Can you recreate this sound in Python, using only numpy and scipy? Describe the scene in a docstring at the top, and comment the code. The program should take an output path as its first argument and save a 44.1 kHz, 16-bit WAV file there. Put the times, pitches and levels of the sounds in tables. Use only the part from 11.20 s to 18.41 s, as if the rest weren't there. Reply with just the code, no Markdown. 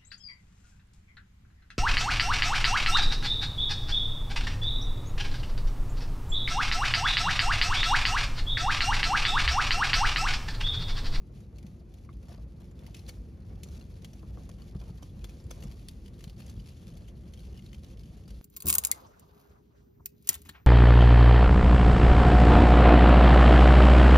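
"""A brick fireplace, where crumpled paper burns close to a pair of microphones.
The flames rumble, flutter, leap and puff: shaped noise for the burning, deep swells and short pushes of air.
Charring sheets sizzle and tick, made of noise and tiny bursts; gas jets hiss and sputter in grainy noise.
Brittle paper snaps as a jagged noise burst with two ringing notes; gas pockets pop with a falling note."""
import sys
import numpy as np
from scipy import signal
from scipy.fft import rfft, irfft, next_fast_len
from scipy.io import wavfile
from scipy.ndimage import uniform_filter1d, map_coordinates

SR = 44100
rng = np.random.default_rng(int(sys.argv[2]) if len(sys.argv) > 2 else 0)


def to_wav(s):
    """Save 16-bit WAV."""
    ch = np.atleast_2d(s).T  # columns
    pcm = np.round(np.clip(ch, -1, 1) * 32767)  # PCM
    wavfile.write(sys.argv[1], SR, pcm.astype(np.int16))


N = 318083

BURBLE_DB = 3.5  # how unevenly the bands of a gas jet swell and fade


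def flames(rumble_db=0.4, draught_db=-54.5, sputter_db=-5, between_jets_db=-3.5):
    """Turbulent burning: a deep rumble and a sputtering flutter flicker together and pull a draught up the flue."""
    # the size of the flame, heard as rumble: (time [s], level [dB])
    flame_size = [(0.0, -47), (0.6, -46.5), (0.7, -47.5), (1.0, -45.5), (1.4, -47), (2.0, -44.5),
                  (2.2, -46), (2.3, -43.5), (2.8, -45.5), (2.9, -48.5), (3.1, -43.5), (3.81, -46),
                  (4.01, -43), (4.21, -48), (4.41, -43), (5.01, -47), (5.31, -43.5), (5.51, -47),
                  (5.91, -45), (7.21, -47)]
    # how strongly the flames lick and flutter: (time [s], level [dB])
    lick_strength = [(0.0, -64), (2.5, -61), (2.8, -63), (4.41, -60.5), (4.71, -63.5), (5.21, -62.5),
                     (6.61, -63), (7.21, -64)]
    # colours of the rumble, the flutter and the draught: (frequency [Hz], level [dB per Hz])
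    rumble_colour = [(20, -6), (32, -19.5), (42, -2), (52, -1.5), (65, -1.5), (85, -5), (115, -8),
                     (140, -11), (190, -12.5), (250, -26), (400, -41), (1000, -88)]
    flutter_colour = [(150, -6), (350, 1), (550, -0.5), (750, -6), (950, -11.5), (1200, -13), (1500, -15.5),
                      (2500, -19.5), (6000, -61)]
    draught_colour = [(60, -23), (130, 0), (200, 2.5), (280, -5.5), (400, -11), (520, -13.5), (700, -36),
                      (1500, -53)]
    rumble_level, = curves(flame_size)
    flutter_level, = curves(lick_strength)
    flicker = wobble(15)

    roar = noise(lambda hz: along(rumble_colour, hz))
    # evened out, so that its slow surges follow the size of the flame
    roar = roar / np.sqrt(np.abs(uniform_filter1d(roar ** 2, size=4000, axis=1)))
    unsteady = amp(0.32 * flicker - 0.1 * wobble(40))
    rumble = amp(rumble_level + rumble_db) * unit(roar * unsteady)

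    # the draught follows the flame only in part
    draught_level = draught_db + 0.37 * (rumble_level - rumble_level.mean())
    draught = amp(draught_level) * noise(lambda hz: along(draught_colour, hz))

    flutter = noise(lambda hz: along(flutter_colour, hz))
    sputter = amp(sputter_db) * ticks(flutter_colour, count=420, note_hz=738, spread=0.328,
                                      ring_db=3.5, scatter_db=2.0, t60=0.1)
    licking = amp(flutter_level + between_jets_db + 1.5 * flicker)
    return rumble + patchy(draught + licking * (flutter + sputter), depth_db=1.5)


def surges(swell_s=0.033, waver_hz=6):
    """The flame leaps: each leap is a short swell of the hearth's deep note, wavering in pitch."""
    # leaps of the flame: (time of the peak [s], peak level [dB], note [Hz])
    leaps = [(0.13, -44.5, 62), (0.36, -42.5, 58.3), (0.97, -39, 60), (1.24, -40, 62), (1.84, -41, 67.3),
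             (1.99, -40, 56.1), (2.34, -39, 60.1), (2.53, -41, 64.3), (2.76, -43, 55.4), (3.14, -35, 57),
             (3.62, -40, 53), (3.8, -45, 60.3), (4.04, -39.5, 52), (4.5, -42, 63.2), (5.17, -47, 56),
             (5.75, -50, 60), (6.3, -39, 58.5), (6.6, -40.5, 66), (6.8, -41.5, 52.9), (7.15, -40, 53.8)]
    out = np.zeros((2, N))
    t = np.arange(N) / SR
    drift = waver_hz * np.cumsum(wobble(30)) / SR
    for (s, db, hz), phase in zip(leaps, rng.random(len(leaps))):
        near = np.abs(t - s) < 1 / 4
        swell = np.exp(-((t[near] - s) / swell_s) ** 2 / 2)
        cycles = hz * t[near] + drift[near] + phase
        out[0, near] += amp(db) * swell * np.sin(2 * np.pi * cycles)
    return out


def puffs(boom_attack=0.0022):
    """A pocket of gas flares: one smooth push of air between two dips, then the hearth booms."""
    # tongues of flame that catch: (time of the push [s], peak level [dB], half-width of the push [s],
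    # boom against the push [dB])
    flares = [(0.448, -33.5, 0.0016, -6), (3.114, -40, 0.0031, -10), (3.557, -26.5, 0.0021, -10),
              (3.707, -31, 0.0017, -11.5), (4.264, -29.5, 0.003, -14), (4.456, -32, 0.0015, -4.5),
              (5.075, -32.5, 0.0018, -18), (5.378, -31, 0.0025, -3)]
    # the hearth's air rings after a puff: (note [Hz], level [dB], time to fall by 60 dB [s])
    hearth_notes = [(58.5, 2, 0.24), (138, -2, 0.21), (186, -1, 0.11)]
    out, lead_in = np.zeros((2, N)), SR // 50
    t = (np.arange(SR // 2) - lead_in) / SR
    after = np.maximum(t, 0)
    for s, db, width, boom_db in flares:
        push = (1 - (t / width) ** 2) * np.exp(-(t / width) ** 2 / 2)
        boom = np.zeros(len(t))
        for hz, level, t60 in hearth_notes:
            note_hz = hz * rng.normal(1, 0.062)  # a little off each time
            boom += amp(level - 60 * after / t60) * np.cos(2 * np.pi * note_hz * t)
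        boom *= amp(boom_db) * (1 - np.exp(-after / boom_attack))
        add(out[0], s - lead_in / SR, amp(db) * (push + boom))
    return out


def sizzle(hiss_db=-3.5, rustle_db=-6.0, crackle_db=-13, curl_db=-2.5, between_jets_db=-1.65):
    """Gas hisses out of charring sheets, fibres rustle and crackle; where a jet blows, paper crinkles densely."""
    # how fast the paper chars, heard as sizzle: (time [s], level [dB])
    charring_speed = [(0.0, -69), (0.4, -70), (0.6, -71.5), (1.6, -69), (1.8, -68.5), (2.2, -70.5),
                      (2.5, -67.5), (2.7, -65), (3.91, -66.5), (5.01, -65.5), (5.71, -66), (6.01, -69),
                      (6.21, -67), (7.21, -67)]
    # late on, one curling sheet ticks at a note of its own: (time [s], level [dB])
    curl_strength = [(0, -94), (4.4, -105), (5.0, -69), (6.1, -74), (6.35, -67), (6.8, -73), (7.21, -80)]
    # colour of the sizzle: (frequency [Hz], level [dB per Hz])
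    sizzle_colour = [(500, -7), (1200, -6), (1900, -4.5), (2700, -1.5), (3800, -3), (4500, -1), (5300, -4),
                     (7000, -4.5), (9000, -7.5), (10500, -7.5), (12500, -12.5), (15500, -11.5)]
    level, = curves(charring_speed)
    curl_level, = curves(curl_strength)
    steady_db = level + between_jets_db - 0.17 * wobble(17)

    hiss = amp(hiss_db + 3.0 * wobble(35)) * noise(lambda hz: along(sizzle_colour, hz))
    rustle = amp(rustle_db) * ticks(sizzle_colour, count=480, note_hz=4650, spread=0.567,
                                    ring_db=12, scatter_db=6.0, t60=0.053)
    crackle = amp(crackle_db) * ticks(sizzle_colour, count=90, note_hz=4200, spread=0.33,
                                      ring_db=10, scatter_db=4, t60=0.025)
    curl = amp(curl_level + curl_db) * ticks(sizzle_colour, count=260, note_hz=3120, spread=0.06,
                                             ring_db=12, scatter_db=-0.5, t60=0.051)
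    jet_hiss = patchy(noise(lambda hz: along(sizzle_colour, hz)), BURBLE_DB)
    crinkle = jets("hiss") * grains(rate=330, t60=0.012) * jet_hiss
    return amp(steady_db) * (hiss + rustle + crackle) + crinkle + curl


def burning_jets():
    """Each jet of gas sputters and burbles as it burns off."""
    # colour of a jet as it burns: (frequency [Hz], level [dB per Hz])
    burning_colour = [(200, -22), (450, 2.5), (600, 3), (750, -0.5), (950, -7), (1300, -10), (2500, -15.5),
                      (6000, -37)]
    burble = patchy(noise(lambda hz: along(burning_colour, hz)), BURBLE_DB)
    return jets("flutter") * grains(rate=260, t60=0.03) * burble


def jets(layer, attack_s=0.0035, release_s=0.021):
    """Gain of all the jets together as they open and die away; layer is "hiss" or "flutter"."""
    # gas escapes and burns off: (start [s], length before the release [s], hiss [dB], flutter [dB])
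    gas_escapes = [(1.082, 0.075, -65.5, -59.5), (1.295, 0.037, -74, -87), (1.4, 0.042, -67.5, -67),
                   (1.599, 0.1, -70, -64), (1.742, 0.21, -72, -69.5), (2.292, 0.11, -77, -67.5),
                   (2.507, 0.12, -63.5, -69), (3.378, 0.028, -75, -62), (3.585, 0.11, -69.5, -67),
                   (4.305, 0.32, -67, -70.5), (5.167, 0.19, -68.5, -69.5), (5.454, 0.032, -62, -87),
                   (5.662, 0.032, -62.5, -94)]
    t, gain = np.arange(SR // 2) / SR, np.zeros(N)
    for s, length, hiss_db, flutter_db in gas_escapes:
        opening = np.clip(t / attack_s, 0, 1)
        closing = np.exp(-np.maximum(t - length, 0) / release_s)
        level_db = hiss_db if layer == "hiss" else flutter_db
        add(gain, s, amp(level_db) * opening * closing)
    return gain


def snaps(gain_db=-0.4, t60=0.052, tail_db=-20, tail_t60=0.77, jagged_db=3.5, steep=0.48,
          crack_db=-4, crack_t60=0.006, ring_gain_db=4.5, second_ring_db=-3, ring_t60=0.027,
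          ring_attack=0.0003, sheet_db=3, sheet_width=0.14):
    """Brittle paper tears in a jagged build-up and cracks; the sheet rings with two notes, the firebox answers."""
    # snaps of the paper: (time of the peak [s], level before the overall gain [dB], build-up [s], body [dB],
    # ring [Hz], second ring [Hz], ring against the tear before the ring gain [dB])
    paper_snaps = [(0.206, -62, 0.0028, 1, 6590, 6000, -6), (0.385, -54, 0.0011, -18, 2500, 7060, -5),
                   (0.428, -59, 0.00081, -15, 2370, 6900, -7), (0.467, -57, 0.0018, -7, 2500, 6000, -9),
                   (0.742, -59, 0.002, -14, 4220, 2150, -9), (0.786, -62.5, 0.002, -3, 2280, 3400, -8),
                   (0.929, -64, 0.001, -12, 3270, 2500, 2), (1.031, -62, 0.0045, -1, 2280, 3700, -9),
                   (1.122, -60, 0.002, 0, 5510, 4780, 5), (1.144, -63, 0.002, -6, 5510, 4740, 7),
                   (1.178, -64, 0.0022, -6, 4820, 4130, 6), (1.592, -59, 0.00088, -15, 3490, 2450, -4),
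                   (1.666, -51, 0.0013, -23, 2970, 4760, -6), (1.747, -45.5, 0.0021, -22, 2540, 4520, -3),
                   (1.767, -53.5, 0.002, -18, 5300, 2520, -7), (1.793, -51.5, 0.0012, -24, 4220, 5210, -2),
                   (1.865, -54, 0.00097, -26, 4090, 4650, 2), (1.893, -40.5, 0.0075, -7, 4480, 2240, -3),
                   (2.434, -43, 0.00048, -25, 6930, 4260, -8), (2.487, -55.5, 0.00081, 2, 5990, 4260, 0),
                   (2.612, -55, 0.003, 10, 4180, 2780, 6), (2.821, -58.5, 0.0011, -17, 4260, 6200, -7),
                   (2.847, -45.5, 0.0013, -10, 3270, 2230, -7), (2.934, -53.5, 0.0017, -2, 5810, 2930, -4),
                   (3.292, -50.5, 0.00074, 5, 6290, 7000, -12), (3.42, -52, 0.0008, 6, 4480, 2990, -1),
                   (3.6, -57.5, 0.001, -8, 4610, 6000, 2), (3.615, -52, 0.00065, 8, 2450, 3270, -6),
                   (3.775, -58.5, 0.0011, -17, 4610, 3140, -8), (3.83, -49.5, 0.0046, -8, 5770, 3130, 1),
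                   (4.0431, -43, 0.00053, -3, 3450, 4520, -10), (4.095, -53, 0.0015, -11, 2500, 5700, -5),
                   (4.312, -41.5, 0.0035, -0.5, 6160, 3390, -3.5), (4.426, -50, 0.0021, -6, 2840, 4480, -2),
                   (4.439, -51, 0.0045, -12, 7240, 4540, -8), (4.515, -56, 0.002, -15, 4610, 3100, -6),
                   (4.522, -57, 0.00093, -20, 4610, 3040, -6),
                   (4.686, -43.5, 0.00085, -28, 4570, 3490, -3.5),
                   (4.861, -55.5, 0.00077, -11, 2970, 4950, -3), (4.881, -57.5, 0.002, -10, 2970, 4870, -5),
                   (4.995, -60, 0.001, -14, 4260, 3270, -5), (5.009, -53.5, 0.0023, -7, 2840, 4480, -8),
                   (5.041, -45.5, 0.00063, -3, 4180, 3060, -2), (5.078, -54, 0.0011, 3, 4180, 2970, -1),
                   (5.098, -54.5, 0.0026, -15, 4610, 5510, -8), (5.206, -52, 0.011, 0, 2800, 4300, -3),
                   (5.221, -56, 0.001, -1, 4350, 2710, 1), (5.265, -52.5, 0.002, -21, 6070, 7020, -8),
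                   (5.281, -57, 0.002, -14, 3270, 4570, -2), (5.298, -50.5, 0.0015, -9, 6330, 4480, -5),
                   (5.399, -55.5, 0.001, -17, 3010, 4700, 9), (5.489, -55.5, 0.0033, -22, 4570, 5170, -3),
                   (5.772, -54.5, 0.0031, -7, 4180, 3450, -10), (5.888, -56.5, 0.0072, -13, 3140, 6400, -2),
                   (6.137, -52, 0.00098, -15, 3140, 6420, -2.5),
                   (6.175, -56.5, 0.0008, -22, 3190, 5120, -1), (6.194, -55.5, 0.0022, -11, 4180, 3230, -3),
                   (6.204, -57.5, 0.001, -10, 4350, 2890, -9), (6.33, -63, 0.001, -22, 2930, 3490, -1),
                   (6.351, -65, 0.001, -19, 2890, 3700, -1), (6.375, -54, 0.0006, -19, 2930, 5100, 4),
                   (6.3924, -53, 0.0005, -16, 2890, 2110, 2), (6.423, -63, 0.001, -16, 3140, 4350, -7),
                   (6.463, -54, 0.00094, -7, 3790, 4340, 3), (6.531, -51, 0.0005, -2, 3060, 2110, -2),
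                   (6.546, -51.5, 0.0012, -3, 3140, 2500, -4), (6.635, -59, 0.0048, -6, 4050, 6200, -7),
                   (6.646, -56.5, 0.0016, -7, 3920, 2950, -5), (6.733, -63, 0.0015, -14, 3320, 5770, 2),
                   (6.773, -59.5, 0.0008, -8, 3100, 5120, -1), (6.795, -56.5, 0.0018, -5, 4950, 4310, -2),
                   (6.835, -58, 0.0008, -8, 3060, 5060, 1), (6.857, -63, 0.0015, -17, 2890, 6370, 3),
                   (7.08, -53, 0.0015, -1, 4780, 2970, -9), (7.092, -59, 0.001, -12, 2840, 6800, -8),
                   (7.107, -54, 0.0022, -7, 4570, 3140, -10)]
    # colour of tearing paper: (frequency [Hz], level [dB per Hz])
    paper_colour = [(120, -34), (450, 16), (800, 5), (1200, 4), (1700, 1.5), (2500, 4), (3600, 1),
                    (4400, 2.5), (5600, 1), (7000, 2), (9500, 1), (12500, -6), (15500, 1.5)]
    out, lead_in = np.zeros((2, N)), SR // 20
    t = (np.arange(SR // 5) - lead_in) / SR
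    after = np.maximum(t, 0)
    fall = np.hypot(amp(-60 * after / t60), amp(tail_db - 60 * after / tail_t60))
    crack = (t >= 0) * amp(crack_db - 60 * after / crack_t60)
    for s, db, build_up, body_db, ring_hz, second_hz, ring_db in paper_snaps:
        # small scraps ring higher and snap brighter, 2 dB an octave
        bright_db = 2 * np.log2(ring_hz / 5070)
        tone = [(1300, body_db), (2000, -bright_db / 2), (3500, 0), (5600, 0), (7500, bright_db)]

        def colour(hz):
            """Level of the tear in dB: paper, size of scrap, resonance of the sheet and its folds."""
            sheet = sheet_db * bump(hz, ring_hz, sheet_width * ring_hz)
            folds = 1.5 * ripples(hz, spacing_hz=240)
            return along(paper_colour, hz) + along(tone, hz) + sheet + folds

        burst = noise(colour, size=len(t))
        rise = np.exp(-steep * (np.minimum(t, 0) / max(build_up, 1e-4)) ** 2)
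        jagged = unit(uniform_filter1d(rng.standard_normal(len(t)), size=20))
        fractures = unit(amp(jagged_db * jagged))
        tear = (rise * fall * fractures + crack) * burst

        phases = rng.random((2, 2, 1))  # each note starts differently at the two ears
        notes = np.sin(2 * np.pi * (ring_hz * t + phases[0]))
        notes = notes + amp(second_ring_db) * np.sin(2 * np.pi * (second_hz * t + phases[1]))
        ring_fade = amp(ring_db + ring_gain_db - 60 * after / ring_t60)
        ring = ring_fade * (1 - np.exp(-after / ring_attack)) * notes
        # a strong ring takes its share of the level
        snap = amp(db + gain_db) * (tear + ring) / np.hypot(1, amp(ring_db))
        add(out, s - lead_in / SR, snap)
    return out


def pops(fall_s=0.00065, attack=0.00095, thud_t60=0.077, echo_db=-7, echo_t60=0.088,
         overtone_db=-8.0, overtone_t60=0.016):
    """A gas pocket bursts: its note drops as the cavity opens, with an overtone and thud; the bricks scatter it."""
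    # popping pockets: (start [s], peak level [dB], first pitch [Hz], last pitch [Hz],
    # time for the note to fall by 60 dB [s], dull thud against the note [dB], overtone [Hz])
    gas_pockets = [(0.8905, -39, 1750, 1117, 0.02, -17, 2120), (1.095, -47, 900, 684, 0.057, -15, 1210),
                   (1.122, -56, 1010, 760, 0.031, -1, 1200), (1.183, -44.5, 900, 600, 0.029, -13, 1110),
                   (2.46, -47.5, 1440, 440, 0.044, -3, 1250), (3.03, -45, 1610, 433, 0.022, -0.5, 1150),
                   (3.1736, -40, 1810, 444, 0.02, -6.5, 1230), (3.548, -42.5, 1710, 450, 0.026, -3.5, 1180),
                   (3.622, -46.5, 1410, 850, 0.016, 0, 1300), (3.695, -52, 1400, 850, 0.035, -1, 1250),
                   (3.826, -41.5, 1940, 470, 0.032, -3, 1050), (4.043, -49, 1800, 910, 0.018, -8, 1530),
                   (4.309, -44.5, 1410, 536, 0.035, -5, 1100), (4.438, -47.5, 1390, 473, 0.04, -2, 1200)]
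    # colour of the thud: (frequency [Hz], level [dB per Hz])
    thud_colour = [(120, 2), (250, 13), (500, -1.5), (800, -9), (1250, -5), (1600, -18), (3500, -45)]
    out, t = np.zeros((2, N)), np.arange(SR // 10) / SR
    onset = 1 - np.exp(-t / attack)
    for s, db, first_hz, last_hz, t60, thud_db, overtone_hz in gas_pockets:
        hz = last_hz + (first_hz - last_hz) * np.exp(-t / fall_s)
        note = np.sin(2 * np.pi * np.cumsum(hz) / SR) * onset * amp(-60 * t / t60)
        overtone_fade = amp(overtone_db - 60 * t / overtone_t60)
        note += np.sin(2 * np.pi * overtone_hz * t) * onset * overtone_fade

        # dense random reflections, soft at first, then dying away
        bricks = rng.standard_normal((2, len(t))) * amp(-60 * t / echo_t60) * np.minimum(t / 0.0046, 1)
        bricks = bricks / np.linalg.norm(bricks[0])
        echo = signal.fftconvolve(note[None], bricks, axes=1)[:, :len(t)]

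        thud = noise(lambda f: along(thud_colour, f), size=len(t))
        thud = thud * onset * amp(thud_db - 60 * t / thud_t60)
        add(out[0], s, amp(db) * note)
        add(out, s, amp(db) * (amp(echo_db) * echo + thud))
    return out


def firebox(fire):
    """The firebox and its screen strengthen the sound at their narrow resonances."""
    # resonances: (frequency [Hz], half-width [Hz], boost [dB])
    resonances = [(349.2, 8, 6.5), (1170, 22, 2), (2690, 16, 1), (3450, 39, 4), (4360, 35, 1.5)]

    def boost(hz):
        return amp(sum(db * bump(hz, centre, width) for centre, width, db in resonances))

    return filtered(fire, boost)


def microphones(pair):
    """The first signal reaches both ports alike, the second in opposition; the treble arrives out of step."""
    # how alike the two ports hear: (frequency [Hz], likeness [1 = the same])
    likeness = [(50, .99), (150, .96), (300, .92), (600, .55), (1100, .5), (1600, .15), (2500, .5),
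                (4400, .85), (7000, .82), (8200, .98), (10000, .75), (11500, .99), (13300, .7),
                (14800, .98)]
    # how far the left port leads: (frequency [Hz], phase [radians])
    left_lead = [(100, 0), (900, .35), (1700, 0), (3000, .3), (4000, 0), (5100, .45), (6300, -.2),
                 (7700, -2.9), (8800, -3.3), (10900, -6.2), (12300, -6.4), (14100, -9.3), (16000, -9.5)]
    # left minus right: (frequency [Hz], level [dB])
    left_balance = [(100, .35), (350, .6), (700, 1.6), (1400, 1), (2800, 2.3), (5500, 1), (9000, 0)]
    half = np.array([[1], [-1]]) / 2

    def shares(hz):
        turn = np.arccos(np.clip(along(likeness, hz), -1, 1)) / 2
        return np.array([np.cos(turn), np.sin(turn)])

    def ports(hz):
        return amp(half * along(left_balance, hz)) * np.exp(1j * half * along(left_lead, hz))

    mid, side = filtered(pair, shares)
    return filtered(np.array([mid + side, mid - side]), ports)


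def ticks(spectrum, count, note_hz, spread, ring_db, scatter_db, t60):
    """Tiny noise bursts at random moments, each with its own size and note, quickly die away; rms 1."""
    out, t = np.zeros((2, N)), np.arange(SR // 30) / SR
    hz = np.fft.rfftfreq(len(t), 1 / SR)
    shape = amp(-60 * t / t60) * (1 - np.exp(-t / 0.00028))
    strength, detune = rng.standard_normal((count, 2)).T
    note = note_hz * np.exp(spread * detune)[:, None, None]
    colour = amp(along(spectrum, hz) + ring_db * bump(hz, note, 0.046 * note))
    bursts = irfft(rfft(rng.standard_normal((count, 2, len(t)))) * colour, len(t))
    for s, size, burst in zip(rng.uniform(0, N / SR, count), strength, bursts):
        add(out, s, amp(scatter_db * min(size, 1.7)) * shape * unit(burst))
    return unit(out)


def grains(rate, t60):
    """A gain of rms 1 made of many tiny bursts, rate a second, each dying away."""
    fractures = (rng.random(N) < rate / SR) * rng.uniform(0, 1, N)
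    power = signal.lfilter([1], [1, -amp(-120 / (t60 * SR))], fractures)
    return unit(np.sqrt(np.abs(uniform_filter1d(power, size=70))))


def patchy(x, depth_db):
    """Eddies: each narrow band swells and fades on its own."""
    bands = signal.stft(x, nperseg=1024)[2]
    field = rng.standard_normal(bands.shape[1:])
    field = uniform_filter1d(field, size=3, axis=0)  # neighbouring bands
    field = uniform_filter1d(field, size=4, axis=1)  # neighbouring moments
    gain = unit(amp(depth_db * unit(field)))
    return signal.istft(bands * gain, nperseg=1024)[1][:, :N]


def bump(hz, centre, width):
    """A resonance peak of height 1."""
    return 1 / (1 + ((hz - centre) / width) ** 2)


def ripples(hz, spacing_hz):
    """Random peaks and dips along frequency: every crumpled fold rings differently."""
    return map_coordinates(rng.standard_normal(256), [hz / spacing_hz], mode="wrap")


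def amp(db):
    """Decibels to gain."""
    return 10 ** (np.asarray(db) / 20)


def unit(x):
    """x at rms 1."""
    return x / np.sqrt(np.mean(x ** 2) + 1e-20)


def along(points, hz):
    """(Hz, value) points read on a log axis."""
    f, v = np.transpose(points)
    return np.interp(np.log(hz + 1), np.log(f + 1), v)


def curves(rows):
    """One value per sample for each column after the time."""
    s, *cols = np.transpose(rows)
    return [np.interp(np.arange(N) / SR, s, c) for c in cols]


def wobble(rate):
    """A smooth random curve, rate knots a second."""
    knots = rng.standard_normal(int(N * rate / SR) + 4)
    return map_coordinates(knots, [np.arange(N) * rate / SR])


def filtered(x, response):
    """x with each frequency multiplied by the response."""
    n = x.shape[-1]
    m = next_fast_len(n + n // 8)
    return irfft(rfft(x, m) * response(np.fft.rfftfreq(m, 1 / SR)), m)[..., :n]


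def noise(colour, size=N):
    """Two unrelated noises of rms 1 together; colour gives dB for each frequency."""
    return unit(filtered(rng.standard_normal((2, size)), lambda hz: amp(colour(hz))))


def add(track, s, sound):
    """Mix a sound into the track from time s on."""
    start = int(np.clip(round(s * SR), 0, N - 1))
    track[..., start:start + sound.shape[-1]] += sound[..., :N - start]


def scene():
    """The whole fire, coloured by the firebox and heard from in front of the screen."""
    fire = flames() + surges() + puffs() + sizzle() + burning_jets() + snaps() + pops()
    return microphones(firebox(fire))


def record(dry, low_cut_hz=33, top_hz=15830):
    """The recorder cuts the deepest bass and keeps nothing above its band limit."""
    def response(hz):
        bass_cut = hz ** 4 / np.hypot(hz ** 4, low_cut_hz ** 4)
        return bass_cut * (hz < top_hz)

    return filtered(dry, response)


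dry = scene()
out = record(dry)
to_wav(out)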